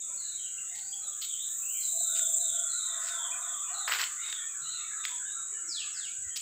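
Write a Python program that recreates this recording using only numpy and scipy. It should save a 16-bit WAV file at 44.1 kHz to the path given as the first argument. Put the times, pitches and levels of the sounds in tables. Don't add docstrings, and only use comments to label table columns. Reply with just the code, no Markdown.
import sys
import numpy as np
from scipy import signal
from scipy.fft import rfft, irfft
from scipy.io import wavfile

SR = 44100
rng = np.random.default_rng(int(sys.argv[2]) if len(sys.argv) > 2 else 0)


def master_out(mix):
    frames = np.transpose(np.atleast_2d(mix))
    ceiling = np.clip(frames, -1, 1)
    pcm = np.round(ceiling * 32767).astype(np.int16)
    wavfile.write(sys.argv[1], SR, pcm)


N = 282681
TIME = np.arange(N) / SR


def close_cicada():
    # (time [s], song level [dB], overtone level [dB])
    levels = [(0, -43.5, -60), (1.05, -53.5, -57), (1.35, -40.5, -50.5), (1.75, -36, -39),
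              (2.0, -30.5, -41.5), (2.35, -29, -41.5), (2.7, -34, -52.5), (3.2, -37.5, -53),
              (4.3, -43.5, -57), (4.7, -50, -61), (5.35, -43.5, -66), (6.41, -64, -64)]
    # (frequency [Hz], relative level [dB])
    body = [(5600, -49.5), (6250, -11.5), (6700, -15.5), (7300, 5.5), (7500, 2), (7700, -8.5), (8100, -1),
            (8550, -8.5), (9250, -20), (9850, -22.5), (11300, -39.5)]
    # (frequency [Hz], relative level [dB])
    overtones = [(10000, -60), (11400, 3.5), (12200, -29), (13400, 8), (15300, 11)]
    song_db, hiss_db = in_time(levels)
    syllable_hz = 26.8
    turns = syllable_hz * TIME + .35
    opening = .36 + ((1 + np.cos(2 * np.pi * turns)) / 2) ** .38
    clicks = tymbal(click_hz=418, jitter=.03, uneven_db=2.1)
    ringing = shell(coloured(clicks * opening, body))
    song = rms_one(orchard(ringing, wet_db=-8, t60=.17))
    rasp = coloured(clicks + .92 * rng.standard_normal(N), overtones)
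    low = band(rasp, 12600, spread=1.06) * from_db(3 + 6 * np.cos(2 * np.pi * (turns - .5)))
    high = rasp * from_db(2.2 * np.cos(2 * np.pi * (turns - .72)))
    return from_db(song_db) * song + from_db(hiss_db) * rms_one(low + high)


def cicada_drone():
    # (frequency [Hz], relative level [dB])
    colour = [(5200, -42.5), (5750, -26), (6000, -11.5), (6300, -14), (6850, 1), (7100, 1.5), (7350, -2),
              (7700, -1), (8250, -6), (8550, -9.5), (9300, -23), (11400, -38), (12500, -45), (15300, -53)]
    voices = [tymbal(click_hz=385, jitter=.13, uneven_db=2.5),
              from_db(-2.5) * tymbal(click_hz=440, jitter=.15, uneven_db=1.3),
              from_db(-3) * tymbal(click_hz=310, jitter=.18, uneven_db=.82)]
    blurred = sum(orchard(clicks, wet_db=0, t60=.08) for clicks in voices)
    return from_db(-38) * rms_one(shell(coloured(blurred, colour)))


def tymbal(click_hz, jitter, uneven_db):
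    turns = np.cumsum(click_hz * (1 + jitter * drift(250))) / SR
    clicks = np.diff(np.floor(turns), prepend=0)
    return rms_one(clicks * from_db(uneven_db * rng.standard_normal(N)))


def shell(x):
    # (frequency [Hz], width [Hz], gain [dB])
    modes = [(6550, 140, -14), (7780, 51, 7.5), (8850, 95, -22)]
    return x + sum(from_db(db) * signal.lfilter(*signal.iirpeak(hz, hz / width, fs=SR), x)
                   for hz, width, db in modes)


def footsteps():
    # (time [s], length [s], level [dB], centre [Hz], band edge over centre [ratio])
    scuffs = [(.74, 0.1, -50.5, 3500, 1.25), (1.213, 0.043, -35.5, 3510, 1.21),
              (1.79, 0.14, -53.5, 4470, 1.25), (2.15, 0.052, -42.5, 3350, 1.34),
              (2.99, 0.22, -47, 3700, 1.7), (3.874, 0.13, -31.5, 1790, 2), (3.982, 0.07, -30, 2000, 1.9),
              (4.22, 0.16, -49, 1810, 1.95), (5.05, 0.16, -50.5, 2480, 1.5), (6.357, .028, -33, 4630, 1.7)]
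    # (time [s], level [dB], centre [Hz])
    cracks = [(2.1939, -27, 2360), (3.878, -15.5, 1470), (3.896, -16.5, 1250), (3.918, -14.5, 1780),
              (3.9215, -8.5, 2100), (3.93, -17, 2670), (3.9368, -11.5, 2300), (3.948, -15, 2700),
              (3.995, -23, 1600), (4.0148, -13.5, 3840), (4.039, -12, 2720), (4.301, -30, 3700),
              (4.3264, -18.5, 2430), (5.04, -26, 2420), (5.0515, -12.5, 2380), (6.363, -30, 4900),
              (6.373, -19, 4640)]
    # (frequency [Hz], relative level [dB])
    ground = [(200, -17), (400, 2.5), (600, -7), (850, -4), (1500, 1), (3300, -4), (5200, 2), (7000, -7.5),
              (10500, -4), (14500, 6.5)]
    steps = rubbing(scuffs, grain_db=1, clump_db=3.5, sheen_db=-10.5)
    t, decay_s = TIME[:SR // 10], .0016
    for s, db, hz in cracks:
        fractures = rng.standard_normal(len(t)) * np.exp(-t / decay_s)
        treble_gain = from_db(-21.5) * (hz / 3000) ** 2
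        crack = band(fractures, hz, spread=1.55) + treble_gain * band(fractures, 13300, spread=1.43)
        add(steps, s, from_db(db) * crack / np.abs(crack).max())
    return from_db(.5) * orchard(coloured(steps, ground), wet_db=-7, t60=.37)


def rubbing(rows, grain_db, clump_db, sheen_db):
    out = np.zeros(N)
    grains = rng.standard_normal(N) * from_db(grain_db * drift(700) + clump_db * drift(90))
    sheen = from_db(sheen_db) * band(grains, 13800, spread=1.16)
    for s, length, db, hz, spread in rows:
        span = slice(int(s * SR), int(s * SR) + int(length * SR))
        rub = rms_one(band(grains[span], hz, spread)) + sheen[span]
        swell = np.sin(np.pi * np.linspace(0, 1, len(rub)) ** .63)
        add(out, s, from_db(db) * rms_one(rub * swell))
    return out


def near_birds():
    # (time [s], level [dB])
    swoops = [(5.67, -37.5), (5.921, -46)]
    # (time [s], start pitch [Hz], level [dB])
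    pips = [(.575, 2707, -35), (.921, 3190, -36), (1.118, 3220, -43), (3.31, 2380, -35)]
    notes = [note(s, db, hz=6120, length=.175, glide=-1.38, arch=.0195) for s, db in swoops]
    notes += [note(s, db, hz, length=.03, glide=.11) for s, hz, db in pips]
    return orchard(hoarse(notes, waver=.0116, rasp_db=-6), wet_db=.38, t60=.53)


def tree_birds():
    # (time [s], length [s], start pitch [Hz], level [dB])
    slurs = [(0.161, 0.22, 4390, -49), (0.365, 0.13, 3367, -49.5), (1.008, 0.1, 4240, -52.5),
             (1.791, 0.13, 4355, -47.5), (1.954, .35, 4076, -44.5), (2.375, 0.25, 3950, -43.5),
             (2.68, 0.3, 4190, -43.5), (3.077, 0.22, 3770, -45), (3.405, .16, 3840, -48),
             (3.724, 0.17, 4255, -43), (4.206, 0.21, 3917, -44), (4.719, 0.13, 4130, -46),
             (4.972, 0.17, 3920, -47.5)]
    # (time [s], length [s], start pitch [Hz], glide [octaves], level [dB])
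    chirps = [(0, 0.056, 3770, -0.11, -48.5), (.78, 0.15, 4180, 0.26, -55), (1.24, .12, 4020, -0.49, -45),
              (1.375, 0.082, 3430, 0.18, -41.5), (1.609, 0.2, 2580, 0.33, -51),
              (1.72, 0.088, 2673, -.42, -53), (3.535, 0.096, 3460, .02, -47),
              (3.666, 0.058, 2880, -0.034, -50), (4.162, 0.078, 1920, 0.33, -42),
              (4.603, 0.17, 3940, 0.03, -45.5), (4.701, 0.178, 2894, -0.22, -56.5),
              (6.29, 0.066, 3150, 0.025, -50.5)]
    notes = [note(s, db, hz, length, glide=-.24, arch=-.0158) for s, length, hz, db in slurs]
    notes += [note(s, db, hz, length, glide) for s, length, hz, glide, db in chirps]
    return orchard(hoarse(notes, waver=.0254, rasp_db=-5), wet_db=7.3, t60=.53)


def far_birds():
    # (time [s], length [s], pitch [Hz], level [dB])
    crows = [(.68, 0.44, 779, -68), (1.0, 0.18, 1246, -59.5), (1.92, 0.108, 661, -55),
             (2.094, .58, 642, -58.5), (2.04, 0.22, 1409, -55), (2.52, 0.47, 1356, -53.5),
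             (2.88, 0.67, 686, -60.5), (3.12, 0.382, 1069, -51), (3.48, 0.38, 1189, -48.5),
             (3.69, 0.21, 731, -54)]
    # (time [s], start pitch [Hz], level [dB])
    hoots = [(.06, 1085, -60.5), (.06, 623, -62.5), (0.532, 1600, -60), (0.699, 1987, -51.5),
             (1.02, 596, -64), (1.568, 1130, -58), (4.07, 1188, -48.5), (4.529, 1588, -53.5),
             (4.94, 1288, -46.5), (5.081, 1015, -52), (5.178, 1600, -47.5), (5.34, 1402, -48.5),
             (5.48, 442, -67), (5.519, 1750, -52.5), (5.619, 336.4, -61), (5.819, 1202, -56.5),
             (5.941, 1647, -47), (6.221, 1522, -59)]
    crow_notes = [note(s, db, hz, length, arch=.02517) for s, length, hz, db in crows]
    hoot_notes = [note(s, db, hz, length=.0823, glide=-.0586) for s, hz, db in hoots]
    crowing = whistles(crow_notes, waver=.065, waver_rate=90)
    hooting = whistles(hoot_notes, waver=.0438, waver_rate=180)
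    return orchard(crowing + hooting, wet_db=4.5, t60=.51)


def note(s, db, hz, length, glide=0, arch=0):
    return s, db, hz, length, glide, arch


def whistles(notes, waver, waver_rate):
    attack_s, release_s = .027, .032
    out = np.zeros(N)
    wobble = 1 + waver * drift(waver_rate)
    for s, db, start_hz, length, glide, arch in notes:
        t = TIME[:int(length * SR)]
        progress = t / length
        octaves = glide * progress + arch * (1 - (2 * progress - 1) ** 2)
        hz = start_hz * 2 ** octaves * np.roll(wobble, -int(s * SR))[:len(t)]
        envelope = np.minimum(1, np.minimum(t / attack_s, (length - t) / release_s))
        tone = np.sqrt(2) * np.sin(2 * np.pi * np.cumsum(hz) / SR)
        add(out, s, from_db(db) * envelope * tone)
    return out


def hoarse(notes, waver, rasp_db):
    clear = whistles(notes, waver, waver_rate=150)
    rough = whistles(notes, waver=.0425, waver_rate=650)
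    rasp = from_db(rasp_db)
    return (clear + rasp * rough) / np.hypot(1, rasp)


def chorus():
    # (time [s], murmur level [dB], chirp level [dB])
    levels = [(0, -63.5, -67), (1.5, -69.5, -66.5), (2.6, -62, -83), (3.05, -45.5, -86), (3.6, -54.5, -55),
              (4.2, -54.5, -52), (5.0, -54.5, -56), (5.7, -59.5, -61), (6.41, -74, -55)]
    # (frequency [Hz], relative level [dB])
    colour = [(470, -81.5), (800, -20), (1430, -4.5), (1580, -10), (1840, -11.5), (1990, -14.5),
              (2880, -32), (3760, 7), (4320, -3), (5500, -25), (7150, -37), (12100, -120)]
    murmur_db, chirps_db = in_time(levels)
    crowd = whistles(random_calls(count=400, low_hz=1100, high_hz=3400), waver=.03, waver_rate=150)
    murmur = coloured(orchard(crowd, wet_db=8, t60=.7), colour)
    closer = whistles(random_calls(count=150, low_hz=1300, high_hz=3100), waver=.025, waver_rate=200)
    chirps = orchard(closer, wet_db=4, t60=.35)
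    return from_db(murmur_db) * rms_one(murmur) + from_db(chirps_db) * rms_one(chirps)


def random_calls(count, low_hz, high_hz):
    placings, shapes = rng.random((count, 3)), rng.uniform(-1, 1, (count, 3))
    return [note(when * N / SR, db=2 * loud, hz=low_hz * (high_hz / low_hz) ** pitch,
                 length=.0444 + .0917 * held, glide=.228 * slope, arch=.1226 * bend)
            for (when, held, pitch), (bend, slope, loud) in zip(placings, shapes)]


def rumbles():
    # (time [s], length [s], level [dB], centre [Hz], band edge over centre [ratio])
    bumps = [(2.49, 0.12, -69, 89, 1.3), (4.58, 0.21, -71, 150, 1.07), (6.17, .19, -64, 74.6, 1.19)]
    return band(rubbing(bumps, grain_db=0, clump_db=0, sheen_db=-80), 150, spread=3.5)


def still_air():
    # (frequency [Hz], relative level [dB])
    colour = [(25, -4), (50, -14.5), (85, 3), (120, -2), (170, -0.5), (280, -8.5), (600, -10), (900, -10),
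              (1400, -14), (2500, -5.5), (5000, -14), (11000, -17.5), (15000, -12)]
    return from_db(-64.5) * coloured(rng.standard_normal(N), colour)


def orchard(x, wet_db, t60):
    t, onset_s = TIME[:SR], .00033
    clumps = from_db(3 * drift(200)[:SR])
    envelope = from_db(-60 * t / t60) * (1 - np.exp(-t / onset_s))
    response = rng.standard_normal(SR) * clumps * envelope
    echoes = signal.fftconvolve(x, response / np.linalg.norm(response))[:N]
    wet = from_db(wet_db)
    return (x + wet * echoes) / np.hypot(1, wet)


def coloured(x, spectrum):
    hz, db = np.transpose(spectrum)
    size = 4096
    bin_hz = np.arange(size // 2 + 1) * SR / size
    log_gain = np.log(from_db(np.interp(np.log(bin_hz + 1), np.log(hz), db)))
    cepstrum = irfft(log_gain)[:size // 2]
    causal = np.r_[cepstrum[0], 2 * cepstrum[1:]]
    response = irfft(np.exp(rfft(causal, size)))
    return signal.fftconvolve(x, response / np.linalg.norm(response))[:N]


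def band(x, hz, spread):
    edges = [hz / spread, min(hz * spread, .45 * SR)]
    return signal.sosfilt(signal.butter(2, edges, "band", fs=SR, output="sos"), x)


def drift(rate):
    knots = rng.standard_normal(N // 10)
    return rms_one(np.interp(TIME * rate, np.arange(len(knots)), knots))


def from_db(db):
    return 10 ** (np.asarray(db) / 20)


def rms_one(x):
    return x / np.sqrt(np.mean(x ** 2) + 1e-20)


def in_time(rows):
    s, *columns = np.transpose(rows)
    return [np.interp(TIME, s, column) for column in columns]


def add(out, s, sound):
    at = int(np.clip(round(s * SR), 0, N - 1))
    out[at:at + len(sound)] += sound[:N - at]


def scene():
    bed = still_air() + rumbles()
    cicadas = cicada_drone() + close_cicada()
    birds = near_birds() + tree_birds() + far_birds() + chorus()
    return (cicadas + birds + footsteps() + bed)[None]


def record(dry):
    cutoff_hz = 15550
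    return signal.sosfilt(signal.ellip(12, .2, 80, cutoff_hz, fs=SR, output="sos"), dry)


dry = scene()
out = record(dry)
master_out(out)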